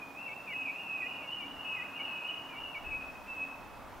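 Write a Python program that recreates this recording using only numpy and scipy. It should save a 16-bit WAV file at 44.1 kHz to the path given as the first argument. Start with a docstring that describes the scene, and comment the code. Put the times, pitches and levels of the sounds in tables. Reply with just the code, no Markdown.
"""A eucalyptus wood. Two far birds pipe clear, nearly sinusoidal whistles, one sliding down, the other
arching higher; scattering from trunks and leaves makes them ring on. A nearer bird gives short scooping
chirps, and one thin peep comes from deep in the trees. Behind them are faint low hoots, the broadband
wash and engine drones of distant traffic, and a little wind buffeting the microphone."""
import sys
import numpy as np
from scipy import signal
from scipy.fft import rfft, irfft
from scipy.io import wavfile
from scipy.ndimage import uniform_filter1d

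SR = 44100
rng = np.random.default_rng(int(sys.argv[2]) if len(sys.argv) > 2 else 0)


def to_wav(sig):
    """Store sig (one row per channel, or 1-D mono) as 16-bit WAV at the path in sys.argv[1].

    Samples outside -1..1 are clipped; the rate is SR.
    """
    pcm = np.clip(np.atleast_2d(sig), -1, 1) * 32767
    pcm = np.round(pcm).astype(np.int16)
    wavfile.write(sys.argv[1], SR, pcm.T)  # frames by channels


N = 176400
ATTACK_S, RELEASE_S = 0.0067, 0.026


def piping_bird():
    """Frequency modulation: each whistle slides down and settles; most weaken midway."""
    # falling whistles: start t/s, length/s, first f/Hz, last f/Hz, level/dB, dip/dB, left minus right/dB
    pipes = [(-.19, 0.2, 2493, 2451, -42, -1, -1), (0.524, 0.2, 2577, 2501, -39, 0, -2),
             (0.879, 0.21, 2576, 2477, -38, -0.5, -2), (1.639, .18, 2620, 2504, -36.5, -3, .5),
             (2.046, .22, 2598, 2527, -38, -6, 0), (2.835, 0.19, 2593, 2517, -39.5, -0.5, 0.5),
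             (3.272, .18, 2654, 2535, -36.5, -6.5, -1)]
    track = np.zeros((2, N + SR))
    for start, length, first_hz, last_hz, db, dip_db, lean_db in pipes:
        t = np.arange(0, length, 1 / SR)
        progress = t / length
        hz = last_hz + (first_hz - last_hz) * np.cos(np.pi / 2 * progress ** 1.213) ** 3
        dip = np.exp(-((progress - .5) / .27) ** 2)
        envelope = amp(db + dip_db * dip) * fade(t, attack_s=.04)
        add(track, start, envelope * whistle(hz, waver=.0087), lean_db)
    return wood(track, direct_db=-3.5, wood_db=-2.5)


def arching_bird():
    """Purer whistles swing up and back down; the reverberant field outweighs the direct sound."""
    # arching whistles: start t/s, length/s, first f/Hz, top f/Hz, last f/Hz, level/dB
    arches = [(0.145, 0.16, 2490, 2743, 2587, -42.5), (0.46, 0.13, 2590, 2860, 2600, -43.5),
              (0.734, .15, 2600, 2820, 2624, -43), (1.008, 0.16, 2680, 2892, 2655, -43),
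              (1.264, 0.15, 2777, 2949, 2761, -39.5), (1.558, 0.15, 2732, 2910, 2752, -41.5),
              (1.932, 0.1368, 2716, 2924, 2717, -39), (2.235, 0.1, 2768, 2938, 2750, -37.5),
              (2.552, 0.12, 2730, 2912, 2680, -41)]
    track = np.zeros((2, N + SR))
    for start, length, first_hz, top_hz, last_hz, db in arches:
        t = np.arange(0, length, 1 / SR)
        progress = (t / length) ** .85  # the top comes a little early
        foot_hz = np.where(progress < .5, first_hz, last_hz)
        hz = foot_hz + (top_hz - foot_hz) * np.sin(np.pi * progress) ** 2
        add(track, start, amp(db) * fade(t) * whistle(hz, waver=.008, overtones_db=-5), lean_db=-.4)
    return wood(track, direct_db=-14, wood_db=0)


def near_bird():
    """Frequency sweeps dip and turn up again; at short range the direct sound dominates."""
    # chirps: turn t/s, lowest f/Hz, fall/s, fall/Hz, rise/s, rise/Hz, level/dB
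    chirps = [(.305, 2204, 0.038, 222, .043, 320, -48), (.522, 2240, 0.065, 407, 0.0065, 10, -43.5),
              (.535, 2010, 0.014, 150, 0.0071, 60, -44.5), (.695, 2264, 0.073, 818, 0.0282, 270, -42.5),
              (1.022, 2280, 0.019, 225, 0.0054, 10, -50), (1.045, 1930, 0.034, 140, 0.033, 270, -48.5),
              (1.26, 2196, .058, 294, 0.016, 55, -55), (1.437, 2276, 0.053, 345, .027, 290, -49.5),
              (1.805, 1940, 0.052, 317, 0.0455, 390, -48.5), (2.007, 2214, 0.023, 232, 0.028, 320, -45.5),
              (2.166, 2400, .022, 150, .008, 10, -60), (2.528, 2410, 0.043, 60, 0.0093, 10, -52.5),
              (2.561, 2250, .04, 164, 0.045, 440, -50.5), (2.768, 2232, 0.028, 360, 0.021, 110, -41.5),
              (2.945, 2290, 0.049, 213, 0.012, 62, -49), (3.275, 2400, .015, 100, 0.013, 140, -60)]
    track = np.zeros((2, N + SR))
    for turn, low_hz, fall_s, fall_hz, rise_s, rise_hz, db in chirps:
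        t = np.arange(-fall_s, rise_s, 1 / SR)
        hz = low_hz + np.where(t < 0, fall_hz * abs(t / fall_s) ** 1.72, rise_hz * (t / rise_s) ** 2)
        envelope = amp(db) * fade(t + fall_s, attack_s=.61 * fall_s, release_s=.61 * rise_s)
        add(track, turn - fall_s, envelope * whistle(hz, waver=.007))
    return wood(track, direct_db=1, wood_db=-13.5)


def hooting_bird():
    """Low, far tone bursts with soft edges, each sagging linearly in frequency."""
    # hoots: start t/s, level/dB
    hoots = [(.03, -62), (.52, -61), (0.949, -63), (1.379, -60.5), (1.84, -62.5), (2.38, -60), (2.85, -63),
             (3.348, -60)]
    centre_hz, sag_hz, length_s = 278, 7.3, .24
    track, t = np.zeros((2, N + SR)), np.arange(0, length_s, 1 / SR)
    hz = centre_hz + sag_hz * (.5 - t / length_s)
    for start, db in hoots:
        add(track, start, amp(db) * fade(t, attack_s=.076, release_s=.14) * whistle(hz, waver=.024))
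    return wood(track, direct_db=1, wood_db=-4.5)


def far_peep():
    """One faint, high tone burst, prolonged by scattering in the trees."""
    track, t = np.zeros((2, N + SR)), np.arange(0, .07, 1 / SR)
    tone = whistle(hz=np.full(len(t), 4220), waver=.015)
    add(track, start_s=2.07, sound=amp(-71) * fade(t) * tone)
    return wood(track, direct_db=-1, wood_db=-12)


def whistle(hz, waver, overtones_db=0):
    """A nearly pure tone of rms 1, its phase the integral of a randomly wavering frequency."""
    # second and third harmonics: relative level/dB
    harmonics = [-41.5, -41]
    drift = evened(uniform_filter1d(rng.standard_normal(SR), size=200))[:len(hz)]
    phase = 2 * np.pi * np.cumsum(hz * (1 + waver * drift)) / SR
    overtones = sum(amp(db + overtones_db) * np.sin(k * phase) for k, db in enumerate(harmonics, 2))
    return np.sqrt(2) * (np.sin(phase) + overtones)


def wood(track, direct_db, wood_db):
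    """Reverberation: trunks and leaves add dense, decaying scatter to the direct sound."""
    t60_s, build_s, depth_s, coherence = .98, .002, 1, .74
    t = np.arange(SR) / SR
    envelope = amp(-60 * t / t60_s) * (1 - np.exp(-t / build_s))
    envelope *= np.exp(-(t / depth_s) ** 4)  # scatter runs out beyond the depth of the wood
    mid, side = rng.standard_normal((2, SR)) * envelope
    tail = np.sqrt((1 + coherence) / 2) * mid + np.sqrt((1 - coherence) / 2) * np.array([side, -side])
    scatter = signal.fftconvolve(track, tail / np.linalg.norm(tail[0]), axes=1)[:, :N + SR]
    return (amp(direct_db) * track + amp(wood_db) * scatter)[:, SR:]  # drop the one-second lead-in


def traffic_wash():
    """Partially coherent broadband noise: distant traffic swells slowly under a steady hiss."""
    # noise spectrum: f/Hz, relative density level/dB
    spectrum = [(25, -16), (60, -14), (120, -5.5), (200, -7), (260, -0.5), (400, -7), (600, -2.5), (950, 0),
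                (1300, -4.5), (1800, -10.5), (2600, -15.5), (3400, -20.5), (4500, -25), (5500, -25),
                (8000, -30.5), (11000, -31), (15000, -29.5)]
    # traffic swell, before weighting by frequency: t/s, level/dB
    traffic = [(0.0, -52.5), (0.19, -54.5), (2.12, -50), (2.72, -52), (3.98, -52), (4.0, -55)]
    # likeness of the channels: f/Hz, coherence
    coherences = [(30, 0.56), (120, 0.84), (300, 0.71), (900, 0.84), (2500, 0.87), (5000, 0.73),
                  (9000, 0.4), (14000, .72)]
    # balance: f/Hz, left minus right/dB
    balance = [(30, 5), (120, -2), (280, 1.5), (700, -1.9), (1400, -1.2), (4000, 0), (15000, 0)]
    size, hop = 2048, 512
    t, hz = np.arange(N // hop + 5) * hop / SR, np.fft.rfftfreq(size, 1 / SR)
    noise = rng.standard_normal((5, len(t), len(hz)))
    left, independent = noise[0] + 1j * noise[1], noise[2] + 1j * noise[3]
    coherence = np.clip(read(coherences, hz), -1, 1)
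    right = coherence * left + np.sqrt(1 - coherence ** 2) * independent
    lean = amp(read(balance, hz) / 2)
    ripple = uniform_filter1d(noise[4], size=10, axis=0)  # level wanders in time and frequency
    ripple_db = .67 * evened(uniform_filter1d(ripple, size=16, axis=1))
    swell = np.interp(t, *np.transpose(traffic))
    weight = read([(200, .038), (700, .14), (1500, 1.24), (5000, 0), (8000, 0)], hz)
    swell_db = (swell - swell.mean())[:, None] * weight
    spectra = np.array([left * lean, right / lean]) * amp(read(spectrum, hz) + ripple_db + swell_db)
    _, wash = signal.istft(spectra.swapaxes(1, 2), nperseg=size, noverlap=size - hop)
    return amp(-49) * evened(wash[:, :N])


def engine_drones():
    """Narrow-band noise: far engines sound as faint, unsteady tones."""
    # engine tones: f/Hz, level/dB
    engines = [(157, -74.5), (202, -70.5), (250, -73), (363, -75)]
    hz, half_width_hz = np.fft.rfftfreq(N, 1 / SR), 5.7
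    noise = rfft(rng.standard_normal(N) + .61 * rng.standard_normal((2, N)))
    return sum(amp(db) * evened(irfft(noise / (1 + ((hz - f) / half_width_hz) ** 2), N))
               for f, db in engines)


def wind():
    """Low pressure fluctuations buffet the two microphone ports incoherently."""
    # gusts: t/s, level/dB
    gusts = [(0, -95), (1.15, -80), (1.6, -62), (2.0, -92), (2.48, -80), (2.63, -57), (2.739, -67),
             (2.87, -49.5), (3.1, -60.5), (3.45, -64), (3.651, -59.5), (4, -57)]
    # buffeting spectrum: f/Hz, relative density level/dB
    buffet = [(15, -5.5), (35, -2), (75, -0.5), (120, -15.5), (250, -30), (1000, -56)]
    shape = amp(read(buffet, np.fft.rfftfreq(N, 1 / SR)))
    rumble = evened(irfft(rfft(rng.standard_normal((2, N))) * shape, N))
    gust_db = np.interp(np.arange(N) / SR, *np.transpose(gusts))
    return rumble * amp(gust_db) * amp([[2], [-2]])  # stronger on the left


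def amp(db):
    """Converts level to amplitude ratio."""
    return 10 ** (np.asarray(db) / 20)


def evened(x):
    """Normalises to rms 1."""
    return x / np.sqrt(np.mean(x ** 2) + 1e-20)


def read(points, hz):
    """Interpolates on a log-frequency axis."""
    f, value = np.transpose(points)
    return np.interp(np.log(hz + 1), np.log(f + 1), value)


def add(track, start_s, sound, lean_db=0):
    """Pans a sound by level difference into a track that begins one second early."""
    part = track[:, round((start_s + 1) * SR):][:, :len(sound)]
    part += sound[:part.shape[1]] * amp([[lean_db / 2], [-lean_db / 2]])


def fade(t, attack_s=ATTACK_S, release_s=RELEASE_S):
    """Amplitude envelope with quarter-sine edges."""
    attack = np.sin(np.pi / 2 * np.clip(t / attack_s, 0, 1))
    release = np.sin(np.pi / 2 * np.clip((t[-1] - t) / release_s, 0, 1))
    return attack * release


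def scene():
    """Superposition: the pressures of birds and background add."""
    birds = piping_bird() + arching_bird() + near_bird() + far_peep() + hooting_bird()
    return birds + traffic_wash() + engine_drones() + wind()


def record(dry):
    """Band limiting by a linear-phase low-pass filter."""
    lowpass = signal.firwin(511, cutoff=15800, window=("kaiser", 9), fs=SR)
    return signal.oaconvolve(dry, lowpass[None], "same")


dry = scene()
out = record(dry)
to_wav(out)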